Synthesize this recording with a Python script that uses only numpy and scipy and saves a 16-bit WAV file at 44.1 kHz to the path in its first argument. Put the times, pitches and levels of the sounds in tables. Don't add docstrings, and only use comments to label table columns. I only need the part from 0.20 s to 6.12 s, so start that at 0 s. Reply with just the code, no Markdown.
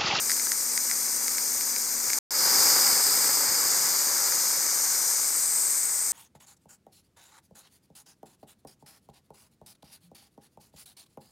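import sys
import numpy as np
from scipy import signal
from scipy.fft import rfft, irfft, next_fast_len
from scipy.io import wavfile
from scipy.ndimage import map_coordinates

SR = 44100
rng = np.random.default_rng(int(sys.argv[2]) if len(sys.argv) > 2 else 0)


def level_to_linear(level):
    exponent = np.asarray(level, float) / 20
    return 10 ** exponent


def bounce(signal):
    frames = np.transpose(np.atleast_2d(signal))
    limited = np.clip(frames, -1, 1)
    pcm = np.round(limited * 32767).astype(np.int16)
    wavfile.write(sys.argv[1], SR, pcm)


N = 261072
SIZE = next_fast_len(N)
BINS_HZ = np.arange(SIZE // 2 + 1) * SR / SIZE + 1e-3


def in_time(rows):
    s, *columns = np.transpose(rows)
    return np.array([np.interp(np.arange(N) / SR, s, column) for column in columns])


def at_hz(points, hz):
    table_hz, values = np.transpose(points)
    return np.interp(np.log(hz), np.log(table_hz), values)


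def drift(rate_hz):
    r = np.exp(-80 * np.pi * rate_hz / SR)
    slow = signal.lfilter([1], [1, -2 * r, r * r], rng.standard_normal(N // 40 + 2002))[2000:]
    return np.interp(np.arange(N) / 40, np.arange(len(slow)), slow / slow.std())


def ring(clicks, hz, t60):
    r, w = level_to_linear(-60 / (t60 * SR)), 2 * np.pi * hz / SR
    return signal.lfilter([0, np.sin(w)], [1, -2 * r * np.cos(w), r * r], clicks + 1e-18)


# (start t/s, end t/s)
SILENCE = (1.9878, 2.1072)


def first_stretch():
    return np.arange(N) < SILENCE[0] * SR


# (t/s, nearness to landing spray level/dB, aim from -1 along the nozzle axis to 1 across the fan,
# nearness to nozzle level/dB)
LISTENER = [(0.0, -3.5, -0.61, 0.5), (0.35, -5, -0.13, 1), (1.0, -4, -0.41, .5), (1.75, -4, 0.012, -1.1),
            (1.98, -2.5, .3, -0.5), (2.11, 8.5, 0.29, 0), (2.45, 9, 0.26, 3), (2.7, 8, -0.52, 0.5),
            (2.95, 5.5, -.7, 0), (3.35, 5, -.2, -1.3), (3.7, 3.5, .2, -1.5), (4.2, 0.9, 0.87, -0.3),
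            (4.6, -1.3, 1.2, 1.5), (4.9, -2.7, 1.4, 2.5), (5.15, -2.5, -0.82, 1.6), (5.4, -3, -1.33, 1.5),
            (5.92, -6, -0.94, 1)]


def heard(answers):
    return np.array(answers) @ np.array([*in_time(LISTENER), first_stretch()])


# (f/Hz, pitch wander spread f/Hz, level/dB)
HUM = (236, 1.6, -60)


def hum():
    hz, wander_hz, level_db = HUM
    phase = 2 * np.pi * np.cumsum(hz + wander_hz * drift(6.9)) / SR
    tone = level_to_linear(1.5 * drift(6.2)) * np.sin(phase)
    tone = tone + level_to_linear(-9 + 3 * drift(1.5)) * np.sin(4 * phase)
    return level_to_linear(level_db + 4.5) * tone * first_stretch()


# (t/s, peak level/dB)
BUMPS = [
    (2.395, -44),
    (2.53, -48),
    (2.72, -49),
    (3.29, -47),
]


def bumps():
    clicks = np.zeros(N)
    for s, peak_db in BUMPS:
        clicks[round(s * SR)] = level_to_linear(peak_db + 5.0)
    push = ring(ring(clicks, 130, 0.025), 75, 0.019) / 25
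    return signal.sosfilt(signal.butter(2, 40, "high", fs=SR, output="sos"), push)


# (t/s, peak level/dB, pitch f/Hz, snap level/dB, brightness level/dB)
DRIPS = [(0.0965, -20, 1930, -4.5, -1.5), (0.1043, -24, 2050, -1, -3), (0.1166, -21.5, 2000, -2, -1.5),
         (0.1665, -31, 1830, -3, -3), (0.1966, -27.5, 2180, 1, -3), (0.2697, -25, 1590, -5, -1),
         (0.318, -19.5, 1940, -2, -0.5), (0.5761, -19.5, 2030, -4, 0), (0.6977, -31.5, 2150, -8, -1.5),
         (0.7124, -20.5, 2070, -4.5, -2), (1.0805, -25, 2150, -0.5, -1.5), (1.1821, -23.5, 2150, -2.5, -3),
         (1.4096, -28, 2180, 0, -2), (1.5623, -25.5, 2280, -4, -7), (1.8962, -27, 2140, -5.5, -1),
         (1.9019, -22, 2206, -5, -1.5), (1.9322, -21, 2180, -3, -2), (4.1215, -23.5, 1940, -4, -3)]
# (f/Hz, decay t60 t/s)
SNAP = [(5100, 0.0047), (6700, 0.0058), (9400, 0.0033)]


def drips():
    out = np.zeros(N)
    click = np.zeros(900)
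    click[24] = 1
    for s, peak_db, hz, snap_db, bright_db in DRIPS:
        tock = ring(ring(click, hz, 0.0053), 0.99 * hz, 0.0033)
        tock = tock + 0.5 * ring(ring(click, 0.84 * hz, 0.005), 0.82 * hz, 0.0027)
        snap = 0
        for k, (snap_hz, t60) in enumerate(SNAP):
            snap = snap + level_to_linear(k * bright_db) * ring(ring(click, snap_hz, t60), snap_hz, 0.0011)
        at = round(s * SR)
        out[at:at + 900] += level_to_linear(peak_db) * (tock / tock.max() - level_to_linear(snap_db - 1.5) * snap)
    return signal.sosfilt(signal.butter(2, 1100, "high", fs=SR, output="sos"), out)


def droplets(per_s, spread_db):
    sizes = level_to_linear(spread_db * np.minimum(rng.exponential(1, N), 4)) * rng.standard_normal(N)
    hits = sizes * (rng.random(N) < per_s / SR)
    return hits / hits.std()


# (f/Hz, share alike 0 to 1)
LIKENESS = [(40, .2), (80, .45), (160, .84), (300, .972), (600, .99), (1200, .999), (2600, .997),
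            (3500, .96), (4300, .95), (5400, .98), (6300, .94), (7200, .985), (8300, .88), (10500, .92),
            (13000, .94)]
# (f/Hz, level/dB)
TILT = [(60, -0.5), (300, -0.7), (2000, 0), (3500, 0), (4500, 4.5), (5400, 1), (6300, 4), (7200, 0.5),
        (8500, 5), (10500, 3.5), (13000, 1.5), (15500, 6)]
# (f/Hz, phase/rad)
LEAD = [(0, 0), (3790, -0.0), (4390, 0.95), (5430, -0.71), (6290, 0.26), (7060, -0.0), (8180, 0.41),
        (9820, -0.63), (14400, -0.22), (15400, -0.1)]


def at_ports(per_s, spread_db):
    mid = rfft(droplets(per_s, spread_db), SIZE)
    side = rfft(droplets(per_s, spread_db), SIZE)
    alike = np.clip(at_hz(LIKENESS, BINS_HZ), 0, 1)
    turn = level_to_linear(at_hz(TILT, BINS_HZ) / 2) * np.exp(0.5j * at_hz(LEAD, BINS_HZ))
    both = np.sqrt((1 + alike) / 2) * mid + np.sqrt((1 - alike) / 2) * side * [[1], [-1]]
    return both * np.array([turn, 1 / turn])


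def spray(stream, spectrum, centres_hz, levels_db, patchy_db, surge_db, count=12):
    low_hz, high_hz = spectrum[0][0], spectrum[-1][0]
    colour = level_to_linear(at_hz(spectrum, BINS_HZ)) * (BINS_HZ > low_hz) * (BINS_HZ < high_hz)
    nodes = np.geomspace(low_hz, high_hz, count)
    change = levels_db - levels_db[:, N // 2:].mean(axis=1, keepdims=True)
    surge = surge_db * (drift(3.0) + 0.7 * drift(40))
    out = 0
    for node, hat in zip(nodes, np.eye(count)):
        share = np.interp(np.log(BINS_HZ), np.log(nodes), hat)
        weights = [np.interp(np.log(node), np.log(centres_hz), e) for e in np.eye(len(centres_hz))]
        gain_db = weights @ change + surge + patchy_db * drift(20)
        out = out + level_to_linear(gain_db) * irfft(stream * colour * share, SIZE)[:, :N]
    return out / np.sqrt(np.mean(colour ** 2))


# (f/Hz, level per Hz/dB)
GRASS = [(18, -56), (30, -29), (108, -12.5), (194, -10.5), (277, -6), (337, -6), (562, -3), (671, -9.5),
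         (801, -1.5), (1080, -1), (1530, -1), (1870, -3), (2230, -1.5), (2660, -14), (3300, -36),
         (4290, -59), (7260, -120)]
LANDING_HZ = [60, 260, 1100, 2250]
# (share of spray nearness, level per unit of aim/dB,
# share of nozzle nearness, level added in the first stretch/dB)
PATTER_ANSWERS = [
    (0.72, 0.3, .05, 1.2),
    (1, 0, .05, 3.5),
    (0.97, 1.3, .05, -1),
    (0.68, .1, .05, 0.5),
]


def landing_spray():
    stream = at_ports(6000, spread_db=0.4)
    levels_db = heard(PATTER_ANSWERS)
    return level_to_linear(-40.0) * spray(stream, GRASS, LANDING_HZ, levels_db, patchy_db=0.0, surge_db=-0.16)


# (t/s, delay off the arm t/ms, delay off the ground t/ms)
ECHOES = [
    (0.0, 1.62, 4.97),
    (0.2, 1.52, 4.92),
    (0.8, 1.476, 4.8),
    (1.99, 1.46, 4.58),
]
ECHO_DB = [-17, -11.5]


def echoes(jet):
    out, end = np.zeros_like(jet), round(SILENCE[0] * SR)
    for delay_ms, db in zip(in_time(ECHOES), ECHO_DB):
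        read = (np.arange(N) - delay_ms * SR / 1000)[:end]
        late = [map_coordinates(side[:end], [read], order=3, mode="mirror") for side in jet]
        out[:, :end] += level_to_linear(db) * np.array(late)
    return out


SIDE_ANSWERS = [(-0.1, .1, .05, .4)]


def swing(jet):
    pan_db, = heard(SIDE_ANSWERS)
    swing_db = pan_db - pan_db[N // 2:].mean()
    return jet * level_to_linear(np.array([swing_db, -swing_db]) / 2)


# (f/Hz, half width f/Hz)
MOUTH_MODES = [
    (5030, 390),
    (6700, 390),
    (8200, 670),
]
MOUTH_DB = [-36, -32, -31]
MOUTH_ANSWERS = [
    (1.59, 0, -0.065, 2.5),
    (0.46, 1.5, -.5, -1.8),
    (0.26, -5.5, .4, -7),
]


def nozzle_mouth():
    stream = at_ports(25000, spread_db=1.6)
    out = 0
    for (hz, half_hz), level_db in zip(MOUTH_MODES, np.c_[MOUTH_DB] + heard(MOUTH_ANSWERS)):
        bell = np.exp(-0.5 * ((BINS_HZ - hz) / half_hz) ** 2)
        band = irfft(stream * bell, SIZE)[:, :N] / np.sqrt(np.mean(bell ** 2))
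        out = out + level_to_linear(level_db + 0.4 * drift(7)) * band
    return level_to_linear(-3.5) * out


# (f/Hz, level per Hz/dB)
HISS = [(2700, -21), (3100, -24), (4000, -14.5), (4700, -7.5), (5700, -2), (6700, -2.5), (7500, -3),
        (8700, -1.5), (9400, -3), (10200, -14.5), (10800, -12), (11500, -13), (12700, -2.5), (14000, -6.5),
        (15800, -24)]
JET_HZ = [3800, 5850, 9300, 13000]
JET_ANSWERS = [
    (0.79, 0.77, 0.2, -0.5),
    (0.42, 2.55, .3, 1.5),
    (.2, .1, 0.99, -0.5),
    (0.63, .3, .2, 0.5),
]


def jet_hiss():
    stream = at_ports(25000, spread_db=1.6)
    return level_to_linear(-27) * spray(stream, HISS, JET_HZ, heard(JET_ANSWERS), patchy_db=0.5, surge_db=0.4)


def scene():
    near = hum() + bumps() * np.array([[1.3], [0.4]]) + drips() * level_to_linear(np.array([[0.4], [-0.4]]))
    patter = landing_spray()
    nozzle = jet_hiss() + nozzle_mouth()
    return swing(nozzle + echoes(nozzle)) + patter + near


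def low_pass(x):
    return signal.sosfilt(signal.butter(12, 15830, fs=SR, output="sos"), x)


def record(dry):
    t = np.arange(N) / SR
    start_s, end_s = SILENCE
    recover_db, recover_s, offset = -9.5, 0.07, -0.0008
    gain = level_to_linear(recover_db * np.exp(-np.abs(t - end_s) / recover_s) * (t > start_s))
    mix = (gain * dry + offset) * ((t < start_s) | (t > end_s))
    return low_pass(mix)


dry = scene()
out = record(dry)
bounce(out)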